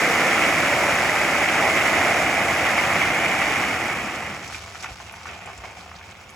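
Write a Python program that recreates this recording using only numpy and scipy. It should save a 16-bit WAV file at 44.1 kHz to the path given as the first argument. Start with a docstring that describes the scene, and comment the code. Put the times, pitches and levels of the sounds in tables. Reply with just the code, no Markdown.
"""A truck idles throughout, as filtered noise and a wavering hum, outdoors on a close microphone pair.
From the start rock pours from its tipped trailer: thousands of random contacts a second in coloured bands,
with moving bed resonances and big rocks cracking on top. The rush runs out between about 3.5 and 4.6 s.
Then a fading trickle, short slides, knocks and ticks of single stones and soft bed thumps are left."""
import sys
import numpy as np
from scipy import signal
from scipy.fft import rfft, irfft, next_fast_len
from scipy.io import wavfile

SR = 44100
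rng = np.random.default_rng(int(sys.argv[2]) if len(sys.argv) > 2 else 0)


def wav_record(signal):
    """Record a signal, one row per channel, as 16-bit PCM in the file named by sys.argv[1]."""
    frames = np.transpose(np.atleast_2d(signal))
    bounded = np.clip(frames, -1, 1)
    # unit amplitude maps onto the largest positive 16-bit level
    quanta = np.round(bounded * 32767).astype(np.int16)
    wavfile.write(sys.argv[1], SR, quanta)


N = 280035

# engine rumble colour: freq_hz, relative_density_db (per Hz)
IDLE_SPECTRUM = [(20, -22), (35, -21), (55, -10), (78, 1), (112, -10), (140, -13.5), (185, -7.5),
                 (300, -28), (800, -42)]
# engine hum: multiple_of_idle_hz, level_db (rms)
IDLE_ORDERS = [(1, -56), (4, -67.5)]
# bed jolts on its frame: start_s, level_db, pitch_hz
THUMPS = [(4.892, -32, 60), (5.455, -42, 89), (5.574, -33, 63)]
# colour of loose stones: freq_hz, relative_density_db (per Hz)
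TRICKLE_SPECTRUM = [(60, 0.5), (170, -7), (280, -5.5), (420, -3.5), (580, -3.5), (720, 4), (820, 1.5),
                    (950, -1), (1300, -0.3), (1750, -4), (2350, 0.7), (3100, -5.5), (4000, -12),
                    (5600, -9.5), (10500, -22), (15000, -36)]
# small slides of a handful of stones: start_s, length_s, level_db, treble_lift_db, low_mid_lift_db
SLIDES = [(4.523, 0.09, -38, 5, -13), (4.826, 0.037, -36.5, 5, -2), (4.874, 0.067, -44, -12, 4),
          (5.262, 0.14, -36.5, -17, -1), (5.402, .1, -41, -14, -1), (5.45, 0.15, -42, -11, 1),
          (5.633, 0.13, -44, 0, 7), (5.764, 0.12, -47.5, -3, 6)]
# heavy stones knocking on bed or heap: start_s, relative_level_db, pitch_hz
KNOCKS = [(4.423, -37, 900), (4.499, -26, 1180), (4.5265, -24, 1900), (4.546, -18, 2460), (4.66, -31, 1150),
          (4.7465, -28, 900), (4.755, -23, 1800), (4.8335, -24, 2400), (4.842, -20, 2100),
          (4.8445, -18, 1390), (4.8485, -31, 1050), (4.858, -21, 1450), (4.8615, -21.5, 2000),
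          (4.893, -34, 840), (5.001, -24.5, 900), (5.096, -25, 2750), (5.139, -26, 1360),
          (5.213, -30, 1300), (5.256, -21.5, 1210), (5.27, -29, 1500), (5.2895, -21, 1900),
          (5.293, -32, 950), (5.333, -27, 2400), (5.363, -35, 750), (5.39, -31, 870), (5.423, -34, 2300),
          (5.4575, -31, 950), (5.467, -30, 2300), (5.474, -27, 1100), (5.487, -26, 850), (5.4995, -26, 900),
          (5.638, -26, 1460), (5.645, -26, 800), (5.654, -27, 2300), (5.676, -35, 1090), (5.708, -35, 750),
          (5.733, -36, 750), (5.791, -31, 2300), (5.81, -41, 1200), (5.857, -36, 2300), (5.86, -28, 840),
          (5.915, -25.5, 1240), (5.9865, -33, 2700), (6.011, -29, 1590), (6.04, -32, 2300),
          (6.153, -32, 2270), (6.19, -46, 800), (6.222, -36, 2320)]
# hard stone-on-stone ticks: start_s, relative_level_db, pitch_hz
TICKS = [(4.4767, -27, 6100), (4.486, -34, 5500), (4.53, -34, 6300), (4.8255, -25.5, 6100),
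         (4.9695, -35, 5000), (5.1234, -35, 9800), (5.2324, -33, 4800), (5.2773, -34, 5800),
         (5.3123, -36, 6310), (5.34, -42, 7500), (5.351, -40, 4700), (5.4594, -34, 7440),
         (5.4993, -41, 5190), (5.5777, -34, 7400), (5.651, -37, 6000), (5.711, -40, 6500),
         (5.786, -41, 7300), (5.8091, -37, 4000), (5.871, -45, 3300), (5.951, -41, 4200),
         (5.9578, -34, 3700), (5.963, -34, 4900), (5.9868, -39, 3600), (6.0825, -41, 5540),
         (6.1109, -38, 6500), (6.12, -34, 3100), (6.293, -36, 6470), (6.302, -38, 8800)]
# big rocks cracking together above the rush: start_s, relative_level_db, pitch_hz
CRACKS = [(.1296, -22, 2020), (.4439, -10, 2150), (.601, -13, 2120), (.9223, -8.5, 2170), (.9842, -7, 2050),
          (1.0789, -18, 1980), (1.2216, -14, 2060), (1.4865, -8.5, 2260), (1.6955, -7, 2060),
          (2.0552, -22, 2120), (2.6648, -8, 2030), (3.016, -10.5, 2120)]
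# colour of rock in the trailer, bed humps near 750 and 2100 Hz: freq_hz, relative_density_db (per Hz)
POUR_SPECTRUM = [(40, -16.5), (90, -7), (190, -5), (320, -2.5), (415, -6), (580, -2), (680, 0), (790, 1.4),
                 (920, -4.5), (1330, -2), (1580, -4), (2000, 0), (2350, -1.5), (3200, -12), (4100, -20.5),
                 (5500, -17.5), (7200, -20), (10500, -24.5), (15000, -35)]
# lumps of the load jam or let go: centre_s, half_length_s, flow_db, drumming_db, clatter_db
SURGES = [(0.05, 0.074, 1.1, -3.5, -2), (0.197, 0.045, 0.2, 0.5, 0), (0.423, 0.13, 1, -1.5, 1.3),
          (0.622, 0.036, 0.7, -2.5, -0.5), (0.834, 0.062, 0.8, 1.5, -0.2), (1.034, 0.046, 0.5, -1.5, -0.5),
          (1.205, .15, 0, 0.5, 0.5), (1.48, 0.033, -1, 0, 1.5), (1.656, 0.035, 0, 5.5, -0.5),
          (1.907, 0.3, 1.44, -0.5, 0.5), (2.083, 0.083, -0.3, 3, 0), (2.28, 0.039, -1, 2, 1),
          (2.405, 0.071, -0.5, 2, 1.5), (2.756, 0.16, 0.2, 0.5, 1.4), (2.893, .035, 0, 1, -1),
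          (3.027, 0.05, -0.5, 0, 3), (3.273, 0.15, -0.7, 1.5, 3), (3.54, 0.1, -0.5, -1, .8)]
# bed resonances, sliding as it empties, lowest = drumming: full_hz, empty_hz, width_hz, full_db, empty_db
BED_RESONANCES = [(340, 130, 55, -18, 4), (508, 1460, 75, -3, -43), (2080, 3000, 260, -12, -16)]
# left-right likeness of the pour: freq_hz, likeness (0 to 1)
POUR_LIKENESS = [(30, .985), (150, .996), (400, .985), (750, .96), (1300, .96), (1750, .92), (2100, .94),
                 (2700, .62), (3300, .25), (4100, .1), (4800, .55), (5500, .3), (6800, .95), (15000, .96)]
# left-right likeness of loose stones and truck: freq_hz, likeness (0 to 1)
TRICKLE_LIKENESS = [(30, .98), (130, .93), (400, .9), (550, .84), (750, .92), (1000, .8), (1300, .85),
                    (1750, .66), (2200, .82), (3200, .25), (4100, .2), (4800, .5), (5500, .3), (6800, .95),
                    (15000, .96)]
# microphone balance: freq_hz, left_minus_right_db
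BALANCE_DB = [(100, -0.1), (350, -.3), (550, -2.1), (850, 1.2), (1200, -.2), (1650, .4), (2000, -3.5),
              (2300, -4.3), (2800, .7), (3400, 1), (3900, -1.3), (4700, .9), (5500, -1.7), (6300, 0),
              (15000, 0)]
# microphone phase: freq_hz, left_lead_rad
LEAD_RAD = [(100, 0), (400, 0), (700, .25), (1500, .05), (1850, -.2), (2200, .1), (2700, 1.6), (3500, 1.1),
            (4400, .3), (7300, 0), (9020, -3.14), (11200, -6.28), (13300, -9.42), (15300, -12.57)]

TIME_S = np.arange(N) / SR
FFT_SIZE = next_fast_len(N + SR // 2, real=True)
FREQ_HZ = np.maximum(np.arange(FFT_SIZE // 2 + 1) * SR / FFT_SIZE, 1)
IDLE_HZ, RUMBLE_DB = 96.9, -50
FULL_DB, SAG_DB_PER_S = -20.5, 0.6149  # the flow sags as the load shrinks
EMPTY_S, RUN_OUT_S = 4.638, 1.1
TRICKLE_DB, TRICKLE_FADE_DB_PER_S = -41.5, 2.5
GRIT_DB, GRIT_FADE_DB_PER_S = 2.5, 3.5  # treble lift of the trickle: fine grit fades first
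BED_WANDER = 0.052  # rms share by which resonance pitch strays as the load shifts
BOOM_FULL_DB, BOOM_EMPTY_DB, BOOM_MOST_DB = -3, 22, 3  # a lighter load booms more, up to the limit
SCATTER_DB, SCATTER_T60_S = -8.5, 0.24
CUTOFF_HZ = 15900


def from_db(db):
    """Decibels to gain."""
    return 10 ** (np.asarray(db) / 20)


def rms_one(x):
    """Scale to unit rms."""
    return x / np.sqrt(np.mean(x ** 2) + 1e-20)


def by_hz(points):
    """Read a table along log frequency."""
    hz, value = np.transpose(points)
    return np.interp(np.log(FREQ_HZ), np.log(hz), value)


def drift(rate_hz):
    """Smooth random curve of unit rms, about rate_hz turns a second."""
    pole = np.exp(-200 * np.pi * rate_hz / SR)  # one step per 100 samples
    noise = rng.standard_normal(N // 100 + 1002)
    slow = signal.lfilter([1], [1, -2 * pole, pole * pole], noise)[1000:]
    return np.interp(np.arange(N) / 100, np.arange(len(slow)), rms_one(slow))


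def colour(x, spectrum):
    """Minimum-phase filter of the given spectrum; white noise keeps its power."""
    gain = rms_one(from_db(by_hz(spectrum)))
    cepstrum = irfft(np.log(gain), FFT_SIZE)
    cepstrum[1:FFT_SIZE // 2] *= 2
    cepstrum[FFT_SIZE // 2 + 1:] = 0
    return irfft(rfft(x, FFT_SIZE) * np.exp(rfft(cepstrum)), FFT_SIZE)[..., :N]


def collisions(per_s, spread_db):
    """Randomly timed contacts, sizes spread exponentially in dB; mean power 1."""
    sizes = rms_one(from_db(spread_db * np.minimum(rng.exponential(1, N), 4)))
    chance = np.clip(per_s / SR, 1e-6, 1)
    return (rng.random(N) < chance) * sizes / np.sqrt(chance)


def stones(hits, spectrum, lifts, variety_db):
    """Stones differ, so each contact excites every band at its own strength; two unrelated versions.
    lifts: from_hz, to_hz, lift_db."""
    edges_hz = [25, 140, 260, 500, 1000, 1800, 3400, 5000, 7000, 9500, 12500, 17000]
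    out = np.zeros((2, N))
    for low_hz, high_hz in zip(edges_hz, edges_hz[1:]):
        strength = rms_one(from_db(variety_db * rng.standard_normal(N)))
        strength = strength * rng.choice([-1, 1], (2, N))
        centre_hz = np.sqrt(low_hz * high_hz)
        lift_db = sum(db for start_hz, end_hz, db in lifts if start_hz < centre_hz < end_hz)
        band = signal.butter(2, [low_hz, high_hz], "band", fs=SR, output="sos")
        out += signal.sosfilt(band, hits * strength * from_db(lift_db) + 1e-18)
    return colour(out, spectrum)


def clinks(per_s, sharpness_q, count=20):
    """Stones of many sizes, each ringing briefly at its own pitch."""
    out = np.zeros(N)
    for hz in np.geomspace(900, 8000, count):
        b, a = signal.iirpeak(hz, sharpness_q, fs=SR)
        out += signal.lfilter(b, a, collisions(per_s / count, spread_db=0) + 1e-18)
    return out


def clacks(table, chatter_db, t60_s, width, ring_db, ring_cycles):
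    """A rough stone strikes once, chatters in a band around its pitch and rings.
    Energy equals 4 ms at the table level; the ring falls 60 dB in ring_cycles."""
    out, age_s = np.zeros((2, N + SR)), np.arange(SR // 16) / SR
    for start_s, level_db, hz in table:
        envelope = from_db(-60 * age_s / t60_s) * np.minimum(age_s * hz / 2, 1)
        contact = rng.standard_normal((2, len(age_s))) * envelope
        contact *= from_db(chatter_db) / np.linalg.norm(contact[0])
        contact[0, 0] += 1  # the strike
        edges_hz = np.clip([hz / (1 + width), hz * (1 + width)], 10, .45 * SR)
        clack = signal.sosfilt(signal.butter(2, edges_hz, "band", fs=SR, output="sos"), contact)
        tone = np.sin(2 * np.pi * hz * age_s) * from_db(-60 * age_s * hz / ring_cycles)
        clack[0] += from_db(ring_db) * tone * np.linalg.norm(clack[0]) / np.linalg.norm(tone)
        clack *= np.sqrt(.004 * SR) / np.linalg.norm(clack[0])
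        first = round(start_s * SR)
        out[:, first:first + len(age_s)] += from_db(level_db) * clack
    return out[:, :N]


def ring(start_s, level_db, hz, t60_s):
    """Damped sine struck at start_s."""
    age_s = np.clip(TIME_S - start_s, 0, 2 * t60_s)
    return from_db(level_db - 60 * age_s / t60_s) * np.sin(2 * np.pi * hz * age_s)


def resonate(x, hz, width_hz, size=256):
    """Resonance of peak gain near 1 whose centre moves block by block."""
    out, state = np.zeros_like(x), np.zeros((2, 2))
    r = np.exp(-np.pi * width_hz / SR)
    for i in range(0, N, size):
        w = 2 * np.pi * np.clip(hz[i], 60, 5000) / SR
        poles = [1, -2 * r * np.cos(w), r * r]
        out[:, i:i + size], state = signal.lfilter([1, 0, -1], poles, x[:, i:i + size], zi=state)
    return out * (1 - r * r) / 2


def street(x):
    """Brief scatter off trailer and pavement: a decaying noise tail."""
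    age_s = np.arange(SR // 2) / SR
    decay = from_db(-60 * age_s / SCATTER_T60_S) * (age_s > .002)
    tail = rng.standard_normal((2, len(age_s))) * decay
    tail /= np.sqrt(np.sum(tail ** 2, axis=1, keepdims=True))
    return x + from_db(SCATTER_DB) * signal.fftconvolve(x, tail, axes=1)[:, :N]


def microphones(x, likeness):
    """Two spaced ports share x[0] and differ by x[1], with balance and phase set per frequency."""
    common, apart = rfft(x, FFT_SIZE)
    alike = np.clip(by_hz(likeness), 0, 1)
    sides = np.array([[1], [-1]])  # left, right
    pair = np.sqrt((1 + alike) / 2) * common + sides * np.sqrt((1 - alike) / 2) * apart
    pair = pair * from_db(sides * by_hz(BALANCE_DB) / 2) * np.exp(.5j * sides * by_hz(LEAD_RAD))
    return irfft(pair, FFT_SIZE)[:, :N]


def flow_db():
    """Flow over the tail of the bed, relative to full: slow sag, then an even run-out."""
    share = np.clip((EMPTY_S - TIME_S) / RUN_OUT_S, 1e-3, 1)
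    return 20 * np.log10(share) - SAG_DB_PER_S * TIME_S


def settling_s():
    """Time since the pour ran out."""
    return np.maximum(TIME_S - EMPTY_S, 0)


def truck(thump_t60_s=0.15, thump_db=0):
    """Idling engine, a wavering hum in noise rumble, and dull jolts of the bed as damped sines."""
    turn_rad = 2 * np.pi * np.cumsum(IDLE_HZ + .6 * drift(3)) / SR
    hum = np.zeros(N)
    for order, level_db in IDLE_ORDERS:
        hum += np.sqrt(2) * np.sin(order * turn_rad) * from_db(level_db + 2 * drift(2.5))
    thumps = sum(ring(start_s, level_db + thump_db, hz, thump_t60_s) for start_s, level_db, hz in THUMPS)
    rumble = from_db(RUMBLE_DB) * colour(rng.standard_normal((2, N)), IDLE_SPECTRUM)
    return rumble + (hum + thumps) * np.array([[1], [0]])


def trickle(per_s=1500, clump_db=0.5, spurt_db=1.8, clatter_db=-0.3, clink_db=-5):
    """Loose stones roll in clumps, clink and spurt fine grit; level holds, then fades once the pour is out."""
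    level_db = TRICKLE_DB - TRICKLE_FADE_DB_PER_S * settling_s()
    hits = collisions(per_s, spread_db=0.0) * from_db(level_db + clump_db * drift(35))
    treble_db = GRIT_DB - GRIT_FADE_DB_PER_S * settling_s() + spurt_db * drift(22)
    lifts = [(500, 1000, clatter_db * drift(50)),
             (1000, 3400, clatter_db * drift(70)),
             (3400, 17000, treble_db)]
    rolling = stones(hits, TRICKLE_SPECTRUM, lifts, variety_db=1.0)
    clinking = colour(clinks(per_s=200, sharpness_q=33), TRICKLE_SPECTRUM)
    rolling[0] += from_db(level_db + clink_db) * clinking
    return rolling


def slides(per_s=6000, skew=0.38):
    """Short showers of contacts that break loose quickly and trail off, each with its own tone balance."""
    hits, treble_db, body_db = np.zeros((3, N))
    for start_s, length_s, level_db, high_db, low_db in SLIDES:
        inside = (TIME_S > start_s) & (TIME_S < start_s + length_s)
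        progress = (TIME_S[inside] - start_s) / length_s
        swell = from_db(level_db) * np.sin(np.pi * progress ** skew)
        hits[inside] += swell * collisions(per_s, spread_db=-0.5)[inside]
        treble_db[inside], body_db[inside] = high_db, low_db
    lifts = [(260, 1000, body_db), (3400, 17000, treble_db)]
    return stones(hits, TRICKLE_SPECTRUM, lifts, variety_db=1.5)


def single_stones(knock_db=-17, tick_db=-9.5, knock_low_hz=660):
    """Heavy stones knock broadly, coloured like the trickle; small ones tick high and narrow."""
    knocks = clacks(KNOCKS, chatter_db=3, t60_s=0.026, width=0.7, ring_db=-5, ring_cycles=22)
    high_pass = signal.butter(3, knock_low_hz, "high", fs=SR, output="sos")
    knocks = signal.sosfilt(high_pass, colour(knocks, TRICKLE_SPECTRUM))
    ticks = clacks(TICKS, chatter_db=16, t60_s=0.043, width=0.27, ring_db=-1, ring_cycles=60)
    return from_db(knock_db) * knocks + from_db(tick_db) * ticks


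def big_rocks(crack_db=-10):
    """Large rocks tumble down the face of the pour: narrow-band chatter and ring."""
    cracks = clacks(CRACKS, chatter_db=14, t60_s=0.03, width=0.23, ring_db=-4, ring_cycles=100)
    return from_db(crack_db) * cracks


def pour(full_per_s=9000, waver_db=0.26, clatter_db=0.9, treble_db=0.96, thin_treble_db=-2.5, clink_db=-5):
    """Sliding load: thinner flow means fewer collisions, more boom and deeper drumming; top stones clink."""
    flow = from_db(flow_db())
    lost = 1 - flow
    surges_db, drum_db, tumble_db = np.zeros((3, N))
    for centre_s, half_s, surge, drum, tumble in SURGES:
        bump = np.exp(-((TIME_S - centre_s) / half_s) ** 2)
        surges_db += surge * bump
        drum_db += drum * bump
        tumble_db += tumble * bump
    strength = flow * from_db(surges_db + waver_db * drift(16))
    hits = collisions(full_per_s * strength, spread_db=-0.26) * from_db(FULL_DB) * strength

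    boom_db = np.minimum(BOOM_FULL_DB * flow + BOOM_EMPTY_DB * lost, BOOM_MOST_DB)
    chatter_db = tumble_db + clatter_db * drift(16)
    top_db = treble_db * flow + thin_treble_db * lost
    lifts = [(25, 140, boom_db), (500, 1000, drum_db), (1800, 3400, chatter_db), (3400, 17000, top_db)]
    rush = stones(hits, POUR_SPECTRUM, lifts, variety_db=1.5)
    clinking = colour(clinks(per_s=650, sharpness_q=19.7), POUR_SPECTRUM)
    rush[0] += from_db(FULL_DB + clink_db) * strength * clinking

    bed = np.zeros((2, N))
    for full_hz, empty_hz, width_hz, full_db, empty_db in BED_RESONANCES:
        centre_hz = (full_hz * flow + empty_hz * lost) * (1 + BED_WANDER * drift(1.1))
        gain = from_db(full_db * flow + empty_db * lost)
        bed += gain * resonate(rush, centre_hz, width_hz)
    return rush + bed


def scene():
    """Loose stones and truck spread wide; the pour and its big rocks use their own likeness."""
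    around = truck() + street(trickle() + slides() + single_stones())
    rush = street(big_rocks()) + pour()
    return microphones(around, TRICKLE_LIKENESS) + microphones(rush, POUR_LIKENESS)


def record(dry):
    """Roll off the deepest bass and cut the top steeply."""
    dry = signal.sosfilt(signal.butter(6, 46, "high", fs=SR, output="sos"), dry)
    return signal.sosfilt(signal.ellip(10, .1, 90, CUTOFF_HZ, fs=SR, output="sos"), dry)


dry = scene()
out = record(dry)
wav_record(out)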